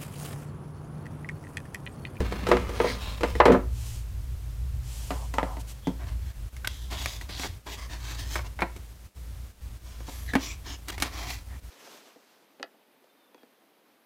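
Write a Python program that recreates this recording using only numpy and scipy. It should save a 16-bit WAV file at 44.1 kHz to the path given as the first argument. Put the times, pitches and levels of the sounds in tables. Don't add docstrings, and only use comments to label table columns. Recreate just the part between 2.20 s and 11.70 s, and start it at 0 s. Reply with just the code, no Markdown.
import sys
import numpy as np
from scipy import signal
from scipy.fft import rfft, irfft, next_fast_len
from scipy.io import wavfile
from scipy.ndimage import uniform_filter1d

SR = 44100
rng = np.random.default_rng(int(sys.argv[2]) if len(sys.argv) > 2 else 0)


def materialize(psi):
    bounded = np.clip(np.atleast_2d(psi).T, -1, 1)
    quanta = np.round(bounded * 32767).astype(np.int16)
    wavfile.write(sys.argv[1], SR, quanta)


N = 418950
T = np.arange(N) / SR
TOP_HZ = 15900
STROKE_CURVE = 1.135


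def undb(db):
    return 10 ** (np.asarray(db) / 20)


def unit(x):
    return x / np.sqrt(np.mean(x ** 2))


def band(x, low_hz, high_hz, order=3):
    edges = [low_hz, min(high_hz, .49 * SR)]
    return signal.sosfilt(signal.butter(order, edges, "band", fs=SR, output="sos"), x)


def colour(x, points):
    hz, db = np.transpose(points)
    f = np.maximum(np.fft.rfftfreq(len(x), 1 / SR), 1)
    gain = undb(np.interp(np.log(f), np.log(hz), db))
    return unit(irfft(rfft(x) * gain, len(x)))


def walk(rate_hz):
    k = int(SR / rate_hz)
    steps = np.repeat(rng.standard_normal(N // k + 1), k)
    return unit(uniform_filter1d(steps, k)[:N])


def add(out, start_s, x):
    i = max(int(start_s * SR), 0)
    out[i:i + len(x)] += x[:N - i]


def swell(length_s, rise):
    rise = np.clip(rise, .03, .97)
    progress = np.linspace(0, 1, int(length_s * SR))
    speed = np.sin(np.pi / 2 * np.interp(progress, [0, rise, 1], [0, 1, 0]))
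    return speed ** STROKE_CURVE


def friction(spectrum, catch_rate, catch_spread_db, smooth_db, uneven_db):
    happens = rng.random(N) < catch_rate / SR
    sign = rng.choice([-1, 1], N)
    strength = undb(catch_spread_db * np.minimum(rng.exponential(size=N), 4))
    catches = unit(happens * sign * strength)
    hiss = undb(smooth_db) * rng.standard_normal(N)
    pressure = undb(uneven_db * walk(70))
    return colour((catches + hiss) * pressure, spectrum)


def grip(x, depth_db, spacing_hz):
    size = next_fast_len(len(x))
    f = np.fft.rfftfreq(size, 1 / SR)
    centres = spacing_hz * np.arange(200) ** 1.2
    heights = np.clip(rng.standard_normal(len(centres)), -2, 2)
    gain = undb(depth_db * np.interp(f, centres, heights))
    return irfft(rfft(x, size) * unit(gain), size)[:len(x)]


def rub(strokes, grain, split_hz, low_db, high_db, resonance_db, spacing_hz, treble_power=1.21):
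    low = signal.sosfiltfilt(signal.butter(2, split_hz, fs=SR, output="sos"), grain)
    bass = undb(low_db) * unit(low)
    treble = undb(high_db) * unit(grain - low)
    out = np.zeros(N)
    for start_s, length_s, rise, level_db, bright_db in strokes:
        speed = swell(length_s, rise)
        now = (int(start_s * SR) + np.arange(len(speed))) % N
        stroke = speed * bass[now] + undb(bright_db) * speed ** treble_power * treble[now]
        add(out, start_s, undb(level_db) * grip(stroke, resonance_db, spacing_hz))
    return out


# low_edge_hz, high_edge_hz
REGISTERS = [(130, 420), (420, 1100), (1100, 2800), (2800, 15000)]


def tilt(x, register_db):
    f = np.maximum(np.fft.rfftfreq(len(x), 1 / SR), 1)
    centres = np.log(REGISTERS).mean(1)
    for _ in range(2):
        now = [np.std(band(x[:SR // 60], low, high)) for low, high in REGISTERS]
        cepstrum = irfft(np.interp(np.log(f), centres, np.log(undb(register_db) / now)))
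        cepstrum[1:len(x) // 2] *= 2
        cepstrum[len(x) // 2:] = 0
        x = irfft(rfft(x) * np.exp(rfft(cepstrum)))
    return x


def blows(table, modes, crack_db, crack_t60, flutter_db, flutter_t60, treble_damping, body_db,
          soft_hz, bass_hz, thin_hz, db):
    out, t = np.zeros(N), np.arange(2 ** 14) / SR
    hz, mode_db, t60 = np.transpose(modes)[:, :, None]
    height = np.arange(len(REGISTERS)) - (len(REGISTERS) - 1) / 2
    middle, body = np.where(np.abs(height) < 1, .5, -.5), height == -.5
    for start_s, level_db, bright_db, hollow_db, ring in table:
        fade = -np.log(1000) * t / max(ring, .1)
        share, detune = rng.standard_normal((2, len(modes), 1))
        weight = np.sign(share) * undb(mode_db + 2 * np.abs(share))
        waves = np.sin(2 * np.pi * hz * (1 + 0.0037 * detune) * t)
        tone = (weight * np.exp(fade / t60) * waves).sum(0)
        crack = undb(crack_db) * np.exp(fade / crack_t60) * rng.standard_normal(len(t))
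        flutter = np.zeros(len(t))
        for k, edges in enumerate(REGISTERS):
            decay = np.exp(fade * treble_damping ** k / flutter_t60)
            flutter += band(rng.standard_normal(len(t)), *edges) * decay
        blow = band(tone + crack + undb(flutter_db) * flutter, bass_hz, soft_hz, order=1)
        blow = band(blow, thin_hz, TOP_HZ, order=2)
        register_db = bright_db * height + hollow_db * middle + body_db * body
        add(out, start_s, undb(db + level_db) * tilt(blow, register_db))
    return out


# start_s, length_s, rise (share of the length spent speeding up),
# level_db (before tone shaping), bright_db (extra treble against bass)
LID_STROKES = [(0, 0.44, 0.05, -39.5, -8), (.2, 0.37, 0.44, -38, -10.5), (.45, 0.36, 0.63, -36.5, -3),
               (.76, 0.29, 0.31, -42.5, 0), (1.03, 0.25, 0.18, -45.5, 2)]
# pitch_hz, level_db (relative)
LID_COLOUR = [(120, -4), (200, 3.5), (340, -10), (440, -3), (763, -11), (1020, -4.5), (1370, -12.5),
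              (2090, -10), (3370, -10.5), (3830, -11), (5940, -17.5), (12400, -26.5), (16000, -27)]


def lid_scrape():
    grain = friction(LID_COLOUR, catch_rate=700, catch_spread_db=1.6, smooth_db=-1, uneven_db=1.7)
    return rub(LID_STROKES, grain, split_hz=1900, low_db=1.0, high_db=-2, resonance_db=3.5, spacing_hz=40.4)


# time_s, level_db (before waver and lulls)
RUMBLE = [(0, -27.5), (.2, -36.5), (1.05, -35.5), (1.3, -30), (1.9, -33.5), (3.2, -34.5), (3.65, -40),
          (4, -33), (4.5, -38), (4.8, -36.5), (5.35, -44), (6.05, -34.5), (6.8, -43), (7.45, -36),
          (8.2, -40.5), (9.5, -42.5)]
# pitch_hz, level_db (relative)
RUMBLE_COLOUR = [(25, -28.5), (40, -32.5), (50, -8), (55, 1.5), (63, -3.5), (74, -18.5), (85, -12),
                 (98, -17), (120, -13.5), (135, -31.5), (150, -27.5), (250, -41), (400, -44.5), (1500, -92)]
# middle_s, length_s, depth_db
LULLS = [(3.59, 0.15, 3.5), (4.137, 0.075, 15), (4.307, 0.076, 13.5), (5.43, 0.12, 9.5), (6.92, 0.099, 26),
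         (7.34, 0.19, 11), (7.598, 0.11, 7.5), (9.41, 0.044, 16)]
# pitch_hz, level_db (relative)
HISS_COLOUR = [(120, -0.5), (200, 4), (311, -2), (366, -4), (548, -3.5), (709, -6), (3970, -12),
               (14600, -15.5), (16000, -23.5)]


def background(rumble_db=0, hiss_db=-54, core_hz=80, waver_db=1.88, waver_rate_hz=18):
    low = colour(rng.standard_normal(N), RUMBLE_COLOUR)
    core = signal.sosfiltfilt(signal.butter(3, core_hz, fs=SR, output="sos"), low)
    window = SR // 25
    strength = np.sqrt(uniform_filter1d(uniform_filter1d(core ** 2, window), window))
    rumble = core / strength + low - core
    level_db = np.interp(T, *np.transpose(RUMBLE)) + waver_db * walk(waver_rate_hz)
    for middle_s, length_s, depth_db in LULLS:
        dip = signal.windows.tukey(int(length_s * SR), .7)
        add(level_db, middle_s - length_s / 2, -depth_db * dip)
    hiss = colour(rng.standard_normal(N), HISS_COLOUR)
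    return undb(rumble_db + level_db) * rumble + undb(hiss_db) * hiss


# time_s, pitch_hz, level_db (before waver)
DRONE = [(0, 104, -47), (1, 109, -43.5), (1.6, 113, -37), (2, 123, -45), (2.8, 125, -44), (3.2, 129, -47.5),
         (3.7, 132, -53), (4.1, 132, -73)]


def drone(waver_db=2):
    time_s, hz, db = np.transpose(DRONE)
    phase = 2 * np.pi * np.cumsum(np.interp(T, time_s, hz)) / SR
    return undb(np.interp(T, time_s, db) + waver_db * walk(14)) * np.sin(phase)


# start_s, level_db (before the layer's gain), bright_db (per register),
# hollow_db (middle registers over edges), ring (factor on ringing time, at least 0.1)
LID_KNOCKS = [(.004, -29, -6, -0.5, 0.57), (.123, -32, -3.5, 4, 0.45), (.268, -27, -1.5, 6, .95),
              (.287, -26, -5, -2, 0.92), (.315, -14, -4.5, 8.5, 0.55), (.336, -29.5, -12.5, 3, 0.61),
              (.369, -29.5, 1, 12.5, .35), (.493, -35, -4, 1, 1), (.601, -21, -6.2, 8.5, 0.44),
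              (.643, -33.5, -14.5, 20.5, 0.76), (.659, -37, -6, 5, 1), (1.008, -32.5, -3.5, 1.5, 1),
              (1.033, -22, -3, 6, 0.59), (1.039, -29.5, -8, 6, 0.27), (1.153, -33.5, -5, 1.5, 0.44),
              (1.2015, -12.5, -5, 16.5, 0.35), (1.255, -12.5, -5, 6.5, 0.59), (1.281, -17, -9, 9, 0.59),
              (1.3, -16.5, -11, 6.5, 0.95), (1.32, -21, -5.5, 5, 0.94), (1.33, -28, -12, -2, 0.62),
              (1.345, -26, -8, 17, 0.54)]
# pitch_hz, level_db, t60_s
LID_MODES = [(198.1, -3.5, 0.32), (262, -5, 0.23), (364.3, 2, 0.29), (425, 0.5, 0.21), (482.6, 8, 0.17),
             (585, -7, 0.25), (600, -2.5, 0.15), (643, -4, 0.11), (709, -5.5, 0.27), (803, -12, 0.14),
             (880, -3, 0.2), (990, 0.5, 0.13), (1122, -4, 0.094), (1223, -9.5, 0.33), (1320, 2, 0.061),
             (1520, -27, 0.16), (2055, -2, 0.086), (3985, 2, 0.091)]


def lid_knocks():
    return blows(LID_KNOCKS, LID_MODES, crack_db=18, crack_t60=0.053, flutter_db=12.5, flutter_t60=0.25,
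                 treble_damping=1.09, body_db=1.0, soft_hz=1800, bass_hz=300, thin_hz=200, db=-7.5)


# start_s, length_s, pitch_hz, width_hz, level_db (before the fades),
# glide (end pitch over start pitch)
DRAGS = [(0.622, 0.11, 2110, 450, -37, 0.96), (0.638, 0.14, 4330, 1600, -42, 1),
         (0.782, 0.14, 2910, 359, -50, 0.9), (0.793, 0.17, 3760, 400, -49, 1.1),
         (2.919, 0.17, 940, 447, -48, 0.89), (3.205, 0.19, 969, 510, -43.5, 0.85),
         (3.615, 0.12, 3360, 298, -52, 0.97), (4.679, 0.3, 3430, 600, -47.5, 0.95),
         (5.076, 0.15, 4140, 1600, -43.5, .95), (7.868, 0.26, 11600, 1200, -55.5, 0.99),
         (8.069, 0.054, 1996, 260, -43.5, 0.86), (8.065, 0.068, 4180, 300, -51.5, 0.89),
         (8.19, 0.17, 5370, 600, -47.5, 1.1), (8.194, 0.176, 6460, 900, -50, 1.2),
         (8.206, 0.17, 2260, 400, -47.5, 1.1), (8.437, 0.15, 5400, 500, -51.5, 0.96),
         (8.441, .14, 6420, 800, -51, 1.05), (8.456, .13, 3080, 400, -51, 0.93)]


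def drags():
    out = np.zeros(N)
    for start_s, length_s, hz, width_hz, level_db, glide in DRAGS:
        n = int(length_s * SR)
        slips = band(rng.standard_normal(SR), 12, width_hz / 2, order=2)[:n]
        phase = 2 * np.pi * np.cumsum(np.geomspace(hz, hz * glide, n)) / SR
        song = unit(slips * np.sin(phase)) * signal.windows.tukey(n, .7)
        add(out, start_s, undb(level_db) * song)
    return out


# start_s, pitch_hz, level_db, t60_s (time to fall by 60 dB)
POPS = [(1.153, 1920, -29, 0.045), (4.366, 2120, -41, 0.03), (4.446, 1520, -24.5, 0.031),
        (4.472, 1550, -26.5, 0.031), (5.012, 1935, -32, 0.026), (6.422, 2410, -23, 0.044),
        (8.137, 1710, -20.5, 0.041), (8.157, 271, -10, 0.093)]


def pops():
    out, t = np.zeros(N), np.arange(SR // 4) / SR
    for start_s, hz, level_db, t60 in POPS:
        add(out, start_s, undb(level_db - 60 * t / t60) * np.sin(2 * np.pi * hz * t))
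    return out


# start_s, length_s, rise (share of the length spent speeding up), level_db (before the layer's gain)
SWISHES = [(1.494, 0.36, 0.53, -45.5), (2.606, 0.6, 0.27, -46), (3.12, 0.28, 0.69, -55),
           (3.384, 0.043, 0.61, -48), (3.463, 0.076, 0.5, -45.5), (7.837, 0.33, 0.28, -51.5)]
# pitch_hz, level_db (relative)
SWISH_COLOUR = [(590, -7), (1000, -5.5), (1400, -11), (1960, -8), (3080, -2.5), (3670, -5.5), (7270, -2),
                (14800, -11), (16000, -24)]


def clothing(db=-1):
    motion = np.zeros(N)
    for start_s, length_s, rise, level_db in SWISHES:
        add(motion, start_s, undb(level_db) * swell(length_s, rise))
    grain = friction(SWISH_COLOUR, catch_rate=5000, catch_spread_db=1.5, smooth_db=4.4, uneven_db=0.27)
    return undb(db) * motion * grain


# start_s, level_db (before the layer's gain), bright_db (per register),
# hollow_db (middle registers over edges), ring (factor on ringing time)
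BOX_KNOCKS = [(2.906, -33, -2.5, 4, 1), (3.139, -37, -0.4, 2, 1), (3.184, -27, -2, 11, 0.54),
              (3.23, -32, -5.5, 6, 0.51), (3.369, -45.5, -4, 4, 1), (3.671, -32.5, -7.5, -4, .67),
              (7.883, -50, -9.5, 7, .6)]
# pitch_hz, level_db, t60_s
BOX_MODES = [(179, 2.5, 0.14), (274, 5.5, 0.11), (443, -13, 0.23), (539, -14.5, 0.34), (723, -6.5, 0.15),
             (901, 1, 0.14), (1007, -4.5, 0.21), (1107, -8, 0.23), (1370, -32, 0.079), (2005, 10, 0.055)]


def box_knocks():
    return blows(BOX_KNOCKS, BOX_MODES, crack_db=24.0, crack_t60=0.023, flutter_db=14.0, flutter_t60=0.18,
                 treble_damping=0.95, body_db=3, soft_hz=1820, bass_hz=160, thin_hz=140, db=-4.5)


# start_s, length_s, rise (share of the length spent speeding up),
# level_db (before tone shaping), bright_db (extra treble against bass)
PAGE_STROKES = [ (3.78, 0.084, 0.58, -45, -15), (3.855, 0.098, 0.31, -46, -7),
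                (3.97, 0.15, 0.95, -57.5, 0.5), (4.47, 0.34, 0.052, -62.5, 13.5),
                (4.7, 0.19, 0.06, -40, -1.5), (4.77, 0.28, 0.25, -50, 10), (5, 0.086, 0.14, -57, 5),
                (5.085, 0.1, 0.12, -42.5, -1), (5.13, 0.15, 0.92, -44, 7), (5.27, 0.096, .2, -64.5, 14.5),
                (5.462, 0.052, 0.13, -39.5, -7), (5.485, .085, .55, -45, 4.5),
                (5.56, 0.13, 0.34, -46, -0.5), (5.68, 0.11, 0.47, -45, -0.5), (5.76, .22, 0.73, -45.5, 4.5),
                (5.96, 0.12, 0.29, -47.5, 6), (6.04, 0.2, 0.58, -47.5, 7.5), (6.235, 0.05, 0.54, -45.5, -3),
                (7.62, 0.33, 0.26, -59, 3), (7.85, 0.28, 0.16, -54.5, 4), (8.05, 0.13, 0.43, -53, 0),
                (8.17, .21, 0.38, -47.5, 7), (8.42, 0.15, 0.65, -44, -2), (8.675, 0.033, 0.96, -37, 1),
                (8.715, .05, 0.23, -44.5, 1), (8.825, 0.077, 0.13, -37, -4), (8.88, 0.25, 0.59, -40.5, 0.5),
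                (9.06, .17, 0.24, -49, 8), (9.26, 0.11, 1, -52, -14)]
# pitch_hz, level_db (relative)
PAGE_COLOUR = [(120, -9), (200, -7.5), (283, -1), (579, -11), (635, -3.5), (867, -5), (1000, -1),
               (1400, -9), (1740, -2), (2800, -4.5), (3370, -1.5), (6520, -6), (9400, -15), (15100, -16),
               (16000, -23)]


def page_slide():
    grain = friction(PAGE_COLOUR, catch_rate=900, catch_spread_db=1.43, smooth_db=0.12, uneven_db=1.67)
    return rub(PAGE_STROKES, grain, split_hz=2070, low_db=-1.5, high_db=-1.5,
               resonance_db=3.5, spacing_hz=70.4)


# start_s, level_db (before the layer's gain), bright_db (per register),
# hollow_db (middle registers over edges), ring (factor on ringing time)
PAGE_SNAPS = [(4.366, -53, 8, 6, 0.69), (4.448, -40.5, 6.5, 12, 0.63), (4.474, -30.5, 6, 3, 0.18),
              (4.721, -40.5, -6.5, 15, 1.5), (4.859, -29, 3.5, 8, 0.26), (5.013, -42.5, 0.5, 1.5, 0.51),
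              (5.092, -41.5, -3.5, 5, 1.3), (5.197, -34, -0.5, 2, 0.27), (5.234, -35, 2, 9, 0.81),
              (5.246, -34, -1.5, 3.5, .55), (5.254, -39, -8, 13, 0.84), (6.156, -27.5, 1.1, 10, 1),
              (6.191, -40.5, -1.5, 21, 1.2), (6.39, -35.5, -1.5, 15, 1), (6.406, -38.5, 3.5, 11, 1.2),
              (6.42, -22, -3.5, 12.5, 0.74), (6.563, -42, -1.8, -0.5, 1.2), (7.805, -46.5, -6, 5.5, 0.71),
              (8.135, -29, -4, 1, 1), (8.153, -18.5, -3.5, 7, 0.73), (8.684, -42.5, 9.5, 8, 0.61),
              (8.698, -42.5, 3.5, 11.5, .65), (8.727, -55, 5, 11, .8), (8.78, -36.5, 1, 6, 0.8),
              (8.801, -35, 1.5, -0.5, 3.6), (8.823, -21.5, 2.5, 2, 0.67)]
# pitch_hz, level_db, t60_s
PAGE_MODES = [(182, 1, 0.11), (283, 8, 0.032), (349.6, -2, 0.097), (524, 5, 0.013), (837, -11, 0.05),
              (957, -9, 0.078), (1134, -34, 0.077), (1696, -20, 0.024), (1770, -27, 0.094),
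              (2220, 11, 0.041)]


def page_snaps():
    return blows(PAGE_SNAPS, PAGE_MODES, crack_db=24.5, crack_t60=0.01, flutter_db=19, flutter_t60=0.099,
                 treble_damping=1.05, body_db=-3.5, soft_hz=8090, bass_hz=250, thin_hz=170, db=-8.5)


def room(x, wet_db=-18, t60=0.29, top_hz=4500):
    t = np.arange(SR // 2) / SR
    noise = band(rng.standard_normal(len(t)), 70, top_hz, order=1)
    tail = noise * np.exp(-np.log(1000) * t / t60) * (t > .006)
    return x + undb(wet_db) * signal.fftconvolve(x, tail / np.linalg.norm(tail))[:N]


def scene():
    knocks = lid_knocks() + box_knocks() + page_snaps()
    rubbing = lid_scrape() + page_slide() + drags() + clothing()
    return (room(knocks + rubbing) + pops() + background() + drone())[None]


def record(dry, gate_db=-42, slope=1.0, ceiling=0.6):
    envelope = np.sqrt(uniform_filter1d(dry ** 2, SR // 40) + 1e-12)
    ducked = dry * np.minimum(envelope / undb(gate_db), 1) ** slope
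    rounded = ceiling * np.tanh(ducked / ceiling)
    return signal.sosfilt(signal.ellip(10, .2, 80, TOP_HZ, fs=SR, output="sos"), rounded)


dry = scene()
out = record(dry)
materialize(out)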